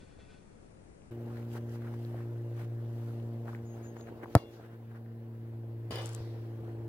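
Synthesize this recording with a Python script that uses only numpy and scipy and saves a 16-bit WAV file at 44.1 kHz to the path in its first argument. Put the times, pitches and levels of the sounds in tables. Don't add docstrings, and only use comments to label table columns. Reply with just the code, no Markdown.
import sys
import numpy as np
from scipy import signal
from scipy.fft import rfft, irfft, next_fast_len
from scipy.io import wavfile
from scipy.ndimage import uniform_filter1d

SR = 44100
rng = np.random.default_rng(int(sys.argv[2]) if len(sys.argv) > 2 else 0)


def to_wav(s):
    ch = np.atleast_2d(s).T
    pcm = np.round(np.clip(ch, -1, 1) * 32767)
    wavfile.write(sys.argv[1], SR, pcm.astype(np.int16))


N = 303408
CUT_S, HOP = 1.107, 128
HZ, T = np.fft.rfftfreq(4 * HOP, 1 / SR), np.arange(N // HOP + 4) * HOP / SR

# pitch in Hz, level in dB, t60 in seconds.
SKIN_MODES = [(301.5, -4, 0.039), (522, -8, 0.022), (684, 4.5, 0.017), (884, -5, 0.018),
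              (1100, -12.5, 0.027), (1285, -6.5, 0.021), (1730, -16.5, 0.027)]
# frequency in Hz, level in dB.
SLAP_SPECTRUM = [(1180, -31), (2000, -16), (2750, -11), (4460, 3.5), (5800, -6), (7620, -8), (8550, -14),
                 (9340, -4), (12600, -11), (16400, -16)]
# pitch in Hz, level in dB, t60 in seconds, beat in Hz.
CAVITY_MODES = [(1690, -73, 0.22, 21), (2153, -61, 0.53, 30), (2780, -59.5, .9, 2.5),
                (3451, -58.5, 0.61, 8.7), (4060, -50, 0.17, 14), (4640, -49, .15, 15), (5200, -60, .1, 10)]
def kick(start_s=4.3519, contact_s=.0132, squash_hz=110, free_t60=.022):
    out, t = np.zeros(N), np.arange(round(.06 * SR)) / SR
    skin = -amp(-11) * uniform_filter1d(ring(SKIN_MODES, .1), size=8, mode="constant")
    add(out, start_s, skin)
    release = signal.convolve(skin, signal.windows.hann(41) / 20)
    add(out, start_s + contact_s - .0005, amp(-9.5) * release)
    held = (1 - np.exp(-t / .00046)) * amp(-60 * np.maximum(t - contact_s - .003, 0) / free_t60)
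    add(out, start_s, amp(-13.5) * held * np.cos(2 * np.pi * squash_hz * (t - .0008)))
    slap_gain = amp(at_hz(SLAP_SPECTRUM, np.fft.rfftfreq(len(t), 1 / SR)))
    slap = irfft(rfft(rng.standard_normal(len(t))) * slap_gain, len(t))
    add(out, start_s, amp(-22) * evened(slap) * amp(-60 * t / .0079))
    pairs = [(hz + side * beat / 2, db - 4.5, t60)
             for hz, db, t60, beat in CAVITY_MODES for side in (-1, 1)]
    cavity = ring(pairs, .5)
    add(out, start_s + contact_s, cavity * (1 - np.exp(-np.arange(len(cavity)) / SR / .011)))
    return out


# pitch in Hz, level in dB, t60 in seconds.
MESH_MODES = [(522, -4, 0.06), (756, -2, 0.04), (920, -7, 0.1), (1720, 0, 0.09), (2030, -2, .09),
              (2420, -3, .09), (2915, -1, 0.17), (2990, 2, 0.19), (3530, 1.5, 0.05), (4720, 2, .075),
              (7030, -1.5, .04), (8750, -10, 0.05), (9560, 1, .022), (11920, -4, .025)]
# start in seconds, relative level in dB, tilt in dB per octave.
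MESH_BLOWS = [(5.908, -41.5, 1.5), (5.922, -49, -5), (5.9404, -45, -5), (5.9568, -38, 0),
              (5.9714, -50, -8.5), (5.9844, -39.5, -4), (6.0114, -45, -4), (6.0294, -52, -8.5)]
def fence(impact_s=5.9093, width_s=.00027, detune=.004):
    out = np.zeros(N)
    push = amp(-26) * np.exp(-.5 * (np.arange(-80, 81) / SR / width_s) ** 2)
    add(out, impact_s - 80 / SR, -push)
    add(out, impact_s - 80 / SR + .014, push)
    for s, db, tilt in MESH_BLOWS:
        draws = rng.standard_normal((len(MESH_MODES), 2))
        modes = [(hz * (1 + detune * shift), mode_db + 1.5 * boost + tilt * np.log2(hz / 3000), t60)
                 for (hz, mode_db, t60), (boost, shift) in zip(MESH_MODES, draws)]
        add(out, s, amp(db - 10.5) * ring(modes, .2))
    return out


# start in seconds, level in dB.
WIRE_TICKS = [(6.0207, -38), (6.0304, -43), (6.059, -26), (6.069, -34), (6.0764, -39), (6.0922, -34),
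              (6.1274, -42), (6.1334, -37), (6.1454, -40), (6.149, -26), (6.1624, -44)]
# pitch in Hz, level in dB, t60 in seconds.
WIRE_MODES = [(7930, -1, .015), (9300, -6, .012)]
def loose_wires(tick_hz=8200):
    small = zip(rng.uniform(6, 6.18, size=10), rng.normal(-49, 3, size=10))
    ticks = blips([(s, db, tick_hz) for s, db in [*WIRE_TICKS, *small]], cycles=1.05)
    return ticks + amp(-30) * signal.oaconvolve(ticks, ring(WIRE_MODES, .03))[:N]


# start in seconds, level in dB, low and high edge in Hz,
# rise and t60 in seconds.
NOISE_SPRAYS = [(4.325, -61, 1000, 5000, .02, .5), (4.352, -47, 3000, 7000, 0.0009, 0.058),
                (4.354, -34.5, 700, 2190, 0.00207, 0.11), (4.362, -38, 280, 1100, .006, .22),
                (4.369, -55.5, 3200, 6000, .008, 0.3), (4.51, -60.5, 3000, 6600, 0.02, 0.44),
                (5.908, -40.5, 400, 1100, 0.0022, 0.76), (5.909, -43, 1101, 5450, 0.0018, 0.96),
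                (5.91, -54, 5940, 11000, .001, 0.53), (5.955, -46, 400, 3570, 0.003, 0.59),
                (5.96, -45, 480, 1000, .01, .8), (6.02, -55.5, 6460, 10500, 0.023, 0.69),
                (6.15, -59.5, 3820, 5660, 0.034, 1.0)]
def sprays():
    power = 0
    for s, db, lo_hz, hi_hz, rise, t60 in NOISE_SPRAYS:
        since = np.maximum(T - s, 0)
        band = shape([(lo_hz * .7, -25), (lo_hz, 0), (hi_hz, -4), (hi_hz * 1.3, -30)])
        power += (band * (1 - np.exp(-since / rise)) * amp(db - 60 * since / t60)) ** 2
    return power


# start in seconds, level in dB, pitch in Hz.
STALK_SNAPS = [(1.02, -56, 2600), (1.37, -44.5, 1840), (1.429, -52, 2500), (1.516, -50, 2688),
               (1.555, -41, 899), (1.569, -43, 1380), (1.695, -51, 5500), (1.757, -45, 901.5),
               (1.82, -47, 1420), (1.874, -44, 1517), (1.939, -45, 1033), (2.05, -46, 3900),
               (2.205, -45, 1113), (2.324, -55, 700), (2.59, -50, 1599), (3.2, -52, 2997),
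               (3.481, -39, 1500), (3.532, -40.5, 1200), (3.549, -37.5, 1900), (3.59, -53, 1902),
               (3.967, -47, 1600), (3.998, -49, 1298), (4.011, -47.5, 3996), (4.072, -47, 1800),
               (4.088, -44.5, 1514), (4.233, -39.5, 1775), (4.244, -41, 1666), (4.258, -38, 1000),
               (4.597, -43.5, 699.3), (4.64, -51, 1500), (4.949, -50, 1500), (5.061, -53, 1697),
               (5.792, -58, 600), (6.204, -48, 801.7), (6.635, -49, 750), (6.681, -46, 649)]
LOW_THUDS = [(.03, -44.5, 253), (.19, -48.5, 454), (1.36, -54, 59.96), (1.552, -38.5, 399.7),
             (2.144, -35, 574), (2.63, -41.5, 170), (3.62, -46, 89.9), (3.86, -54, 90), (4.233, -37, 300),
             (4.6, -45, 302.7), (4.73, -47, 150), (5.914, -39, 105), (5.955, -35, 500), (6.205, -36, 98),
             (6.68, -43, 448)]
def snaps_and_thuds():
    return blips(STALK_SNAPS, cycles=1.43) + blips(LOW_THUDS, cycles=1.1)


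# time in seconds, crunch and swish in dB.
SHUFFLE_LEVELS = [(1.11, -68, -73.5), (2.4, -67, -74), (4.2, -70, -74.5), (4.8, -84, -92), (5.55, -80, -95),
                  (5.9, -71, -77), (6.26, -65, -72.5), (6.88, -68.5, -78)]
# peak time and swell in seconds, crunch and swish in dB.
BOOT_SCUFFS = [(1.12, .05, -61, -70), (1.39, 0.32, -58.5, -68), (1.54, .1, -59, -62),
               (1.572, .06, -48, -58), (1.75, 0.11, -59, -62.5), (1.825, .06, -58, -73),
               (1.88, .1, -55, -73), (1.94, .08, -55.5, -67), (2.08, 0.33, -72, -68), (2.2, 0.22, -57, -72),
               (2.611, .12, -52.5, -65), (2.65, .05, -60, -68), (3.1, 0.47, -64, -69),
               (3.495, .07, -50, -72), (3.55, .12, -57.5, -69), (3.79, 0.14, -59, -72),
               (3.86, 0.091, -58, -72), (3.97, .02, -52.5, -76), (4.01, .06, -61, -69),
               (4.09, 0.055, -53.5, -76), (4.24, 0.032, -48, -76), (4.33, 0.11, -61, -67),
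               (4.54, .2, -66.5, -69.5), (4.65, 0.17, -59, -84), (4.74, .1, -61.5, -78),
               (4.916, .06, -62, -91), (4.97, .06, -57, -87), (5.35, .05, -68, -92), (5.47, .2, -67, -90),
               (5.54, .03, -64, -85), (6.2, .1, -59, -81), (6.69, .12, -63, -78)]
# frequency in Hz, level in dB.
CRUNCH_SPECTRUM = [(400, -36), (700, 7), (1000, 0.5), (1600, 0.5), (2200, -7), (3200, -17.5), (5000, -26)]
SWISH_SPECTRUM = [(1500, -27), (2800, 0), (4500, -3.5), (7000, -7.5), (10000, -9.5), (13000, -3),
                  (15900, -14)]
def brushed_grass(swell_db=24, drop_share=.45):
    clumps = [evened(amp(1.6 * np.minimum(draw, 4))) for draw in rng.exponential(1, (len(T), 2)).T]
    power = amp(curves(SHUFFLE_LEVELS, T)) ** 2
    for s, swell, *levels_db in BOOT_SCUFFS:
        away = np.maximum(s - T, (T - s) / drop_share) / swell
        power += amp(np.array(levels_db)[:, None] - swell_db * away ** 1.5) ** 2
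    crunch = power[0] * (clumps[0] * shape(CRUNCH_SPECTRUM, 900, 2300)) ** 2
    swish = power[1] * (clumps[1] * shape(SWISH_SPECTRUM, 3550, 12100)) ** 2
    return crunch + swish


# time in seconds, then harmonics 1 to 3 in dB, which swell apart as the
DRONE_LEVELS = [(1.12, -44, -50, -49), (1.3, -41.5, -47, -51), (1.95, -39.5, -48, -51),
                (2.3, -39, -53.5, -47.5), (2.55, -38, -58, -49.5), (2.8, -38, -53.5, -53.5),
                (3.25, -38.5, -48.5, -51), (3.55, -41.5, -48.5, -53), (3.8, -45, -51.5, -52),
                (4.1, -50.5, -53.5, -56.5), (4.5, -55, -63.5, -55.5), (4.9, -46, -54, -63),
                (5.2, -45, -51.5, -61), (5.7, -41, -55.5, -52.5), (6, -40, -65, -54),
                (6.35, -40.5, -57, -53), (6.7, -42, -54.5, -50.5), (6.87, -41, -59, -49)]
# multiple of the blade rate, dB against the third harmonic.
EXHAUST_ORDERS = [(2.5, -11.5), (3.5, -20.5), (4.5, -21.5)]
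# multiple, dB against the roar, peak time in seconds, fade in dB per second.
UPPER_HARMONICS = [(4, -4.5, 2.3, .5), (5, -7, 2.5, 3), (6, -13.5, 3.4, 4), (7, -21.5, 3.9, 4)]
def propeller(blade_hz=116.96, sag_hz_per_s=.62):
    t = np.arange(N) / SR
    phase = 2 * np.pi * np.cumsum(blade_hz - sag_hz_per_s * (t - CUT_S)) / SR
    first, second, third = curves(DRONE_LEVELS, t)
    roar_db = curves(ROAR_LEVELS, t)[0]
    throb = np.cos(phase / 6)
    throb_db = 1 + .4 * (t - CUT_S)
    orders = [(1, first), (2, second), (3, third + throb_db * throb)]
    orders += [(k, third + db) for k, db in EXHAUST_ORDERS]
    orders += [(k, roar_db + db - fade * abs(t - s) + 3 * throb) for k, db, s, fade in UPPER_HARMONICS]
    out = 0
    for k, db in orders:
        drift = uniform_filter1d(rng.standard_normal((2, N)), size=2500)
        flutter, wobble = evened(uniform_filter1d(drift, size=2500))
        out += amp(db + .2 * k * flutter) * np.sqrt(2) * np.sin(k * phase + .025 * k * wobble)
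    return out


# frequency in Hz, level in dB.
ROAR_SPECTRUM = [(40, -17), (90, 3), (170, -6), (300, -0.5), (450, 0.5), (700, -8), (1000, -13),
                 (1600, -29.5), (3000, -30), (5000, -63)]
# time in seconds, level in dB.
ROAR_LEVELS = [(1.11, -53), (2, -56), (2.86, -56), (3.23, -53.5), (3.66, -56), (4.2, -52), (4.72, -58.5),
               (5.5, -59), (6.06, -53), (6.43, -54.5), (6.88, -52.5)]
def plane_roar():
    return (amp(curves(ROAR_LEVELS, T)[0]) * shape(ROAR_SPECTRUM, 380, 1000)) ** 2


# start and length in seconds, top in Hz, level in dB.
BIRD_NOTES = [(3.642, .15, 6800, -71.5), (3.82, .11, 6780, -67), (3.965, 0.1, 6750, -69)]
def bird(slide_s=.025, slide_hz=520, sag_hz_per_s=4500, hold_share=.7, trail_db=-26):
    out = np.zeros(N)
    for s, length, top_hz, db in BIRD_NOTES:
        t = np.arange(0, length, 1 / SR)
        slide = np.minimum(t / slide_s, 1)
        sag = sag_hz_per_s * np.clip(t - slide_s, 0, hold_share * length)
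        hz = top_hz - slide_hz * (1 - slide) ** 2 - sag
        trail = np.clip((t / length - hold_share) / (1 - hold_share), 0, 1)
        envelope = amp(db + trail_db * np.sqrt(trail)) * slide * signal.windows.tukey(len(t), .15)
        note = envelope * np.sqrt(2) * np.sin(2 * np.pi * np.cumsum(hz) / SR)
        for delay, echo_db in [(0, 1), (.013, -9), (.034, -10)]:
            add(out, s + delay, amp(echo_db) * note)
    return out


# pitch in Hz, level in dB, t60 in seconds.
GOAL_MODES = [(1503, -.5, 0.13), (1884, -3, .1), (2425, 0, 0.084), (2630, -1, 0.081), (3428, -1, 0.082),
              (3830, -13, 0.099), (4330, -3, 0.054)]
# peak time in seconds, level in dB.
GOAL_JOLTS = [(0, -67), (.1, -72), (.2, -67.5), (.31, -65.5), (.52, -79), (.63, -80)]
def goal_frame(knocks_per_s=400, rise_db_per_s=500, fall_db_per_s=106):
    knocks = amp(2 * np.minimum(rng.exponential(1, N), 4)) * (rng.random(N) < knocks_per_s / SR)
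    ringing = evened(signal.oaconvolve(knocks, ring(GOAL_MODES, .4))[:N])
    band = signal.butter(2, [450, 4500], "band", fs=SR, output="sos")
    clatter = amp(-1.5) * evened(signal.sosfilt(band, rng.standard_normal(N)))
    power = sum(amp(db - np.maximum(fall_db_per_s * (T - s), rise_db_per_s * (s - T))) ** 2
                for s, db in GOAL_JOLTS)
    envelope = np.interp(np.arange(N) / SR, T, np.sqrt(power))
    return (ringing + clatter) * envelope * amp([[1], [-1]])


# frequency in Hz, level in dB.
AIR_SPECTRUM = [(88, -30), (150, 4.5), (806, -7), (1030, -12.5), (1390, -12.5), (1520, -15), (1610, -14.5),
                (2330, -18.5), (2930, -25), (3380, -28), (10300, -24.5), (13400, -48), (22000, -120)]
# time in seconds, level in dB.
WIND_LEVELS = [(0, -52), (.12, -54), (.2, -51), (.35, -55), (.6, -55), (.85, -55), (1.1, -55)]
# frequency in Hz, then likeness of the sides or left over right in dB.
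AIR_LIKENESS = [(60, 0.76), (180, 0.57), (550, -0.29), (1650, -0.3), (4970, -0.46), (15000, 0.35)]
AIR_LEAN = [(60, 4.5), (240, 6.2), (950, 4.7), (3770, 5.0), (15000, 4.5)]
def light_wind():
    rumble = shape([(15, 1.5), (60, 8), (130, -9), (250, -18), (500, -13.5), (800, -47.5)])
    gain = amp(-57.5) * shape(AIR_SPECTRUM) + amp(curves(WIND_LEVELS, T)[0]) * rumble
    return stereo_noise(gain, AIR_LIKENESS, AIR_LEAN, lead=[(0, 0), (SR, 0)], patchy_db=.7)


# frequency in Hz, level in dB.
HISS_SPECTRUM = [(880, -25.5), (1500, 0.5), (2040, -3.5), (2180, -9), (4760, -15), (5980, -20), (9610, -20),
                 (10500, -17), (12500, -13), (15900, -13)]
# frequency in Hz, then, by table, likeness of the
# sides, left over right in dB, or left's lead in radians.
FIELD_LIKENESS = [(60, 0.91), (150, 0.9), (380, 1), (950, 0.84), (2380, 0.098), (5980, 0.22), (15000, 0.24)]
FIELD_LEAN = [(60, 0.0), (150, 0.42), (380, 0.0), (950, 0.65), (2380, 1.7), (5980, 0.84), (15000, 1.4)]
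FIELD_LEAD = [(0, 1.5), (860, -1), (3360, -2.5), (13300, -3.0), (15300, -2), (16200, 3)]
def field_noise(power, top_hz=15850):
    hiss = amp(-70.5) * shape(HISS_SPECTRUM, 2640, 20300)
    gain = np.sqrt(power + hiss ** 2) * (HZ < top_hz)[:, None]
    return low_cut(stereo_noise(gain, FIELD_LIKENESS, FIELD_LEAN, FIELD_LEAD, patchy_db=1.5))


# frequency in Hz, then left over right in dB or its lead in radians.
SOURCE_LEAN = [(60, .1), (150, .3), (300, 1), (600, 1.2), (1200, 3.5), (4000, 4.5), (8000, 8), (15000, 7)]
SOURCE_LEAD = [(100, 0.094), (520, 0.14), (950, 0.45), (1890, 1.5), (3100, 1.75), (5500, 1.76),
               (16000, 1.9)]
def microphone(x):
    size = next_fast_len(N)
    hz = np.fft.rfftfreq(size, 1 / SR)
    left = amp(at_hz(SOURCE_LEAN, hz) / 2)
    right = np.exp(-1j * at_hz(SOURCE_LEAD, hz)) / left
    return irfft(rfft(x, size) * np.array([left, right]), size)[:, :N]


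def low_cut(x, cut_hz=62):
    return signal.sosfilt(signal.butter(3, cut_hz, "high", fs=SR, output="sos"), x)


def stereo_noise(gain, likeness, lean, lead, patchy_db):
    a, b, c, d, patches = rng.standard_normal((len(T), len(HZ), 5)).T
    patches = evened(uniform_filter1d(uniform_filter1d(patches, size=6, axis=0), size=16, axis=1))
    likeness, lean, lead = (at_hz(points, HZ)[:, None] for points in (likeness, lean, lead))
    left, unrelated = a + 1j * b, c + 1j * d
    right = likeness * left * np.exp(-1j * lead) + np.sqrt(1 - likeness ** 2) * unrelated
    spectra = np.array([left * amp(lean / 2), right * amp(-lean / 2)]) * gain * amp(patchy_db * patches)
    return signal.istft(spectra, nperseg=4 * HOP, noverlap=3 * HOP)[1][:, :N] * np.sqrt(3 / 4)


def ring(modes, seconds):
    t = np.arange(round(seconds * SR)) / SR
    return sum(amp(db - 60 * t / t60) * np.sin(2 * np.pi * hz * t) for hz, db, t60 in modes)


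def blips(rows, cycles):
    out = np.zeros(N)
    for s, db, hz in rows:
        age = np.arange(round(8 * cycles * SR / hz)) * hz / SR / cycles
        envelope = 2 * age * np.exp(1 - 2 * age)
        add(out, s, -amp(db) * envelope * np.sin(2 * np.pi * cycles * age))
    return out


def amp(db):
    return 10 ** (np.asarray(db) / 20)


def evened(x):
    return x / np.sqrt(np.mean(np.abs(x) ** 2) + 1e-20)


def at_hz(points, hz):
    knots, values = np.transpose(points)
    return np.interp(np.log(hz + 1), np.log(knots + 1), values)


def curves(rows, t):
    s, *columns = np.transpose(rows)
    return [np.interp(t, s, column) for column in columns]


def shape(points, lo_hz=0, hi_hz=SR):
    gain = amp(at_hz(points, HZ))
    return gain[:, None] / np.sqrt(np.sum(gain[(HZ >= lo_hz) & (HZ <= hi_hz)] ** 2))


def add(mix, s, sound):
    part = mix[round(s * SR):][:len(sound)]
    part += sound[:len(part)]


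def scene(calm_top_hz=10150, fade_s=.0048):
    t = np.arange(N) / SR
    lowpass = signal.firwin(255, calm_top_hz, fs=SR)[None]
    calm = signal.oaconvolve(light_wind() + goal_frame(), lowpass, "same")
    busy = field_noise(sprays() + brushed_grass() + plane_roar()) + microphone(propeller())
    events = kick() + low_cut(loose_wires() + fence()) + snaps_and_thuds() + bird()
    fade_in = np.clip((t - CUT_S) / fade_s, 0, 1)
    return (t < CUT_S - .002) * calm + fade_in * busy + microphone(events)


def record(dry):
    return signal.oaconvolve(dry, signal.firwin(511, 16500, window=("kaiser", 9), fs=SR)[None], "same")


dry = scene()
out = record(dry)
to_wav(out)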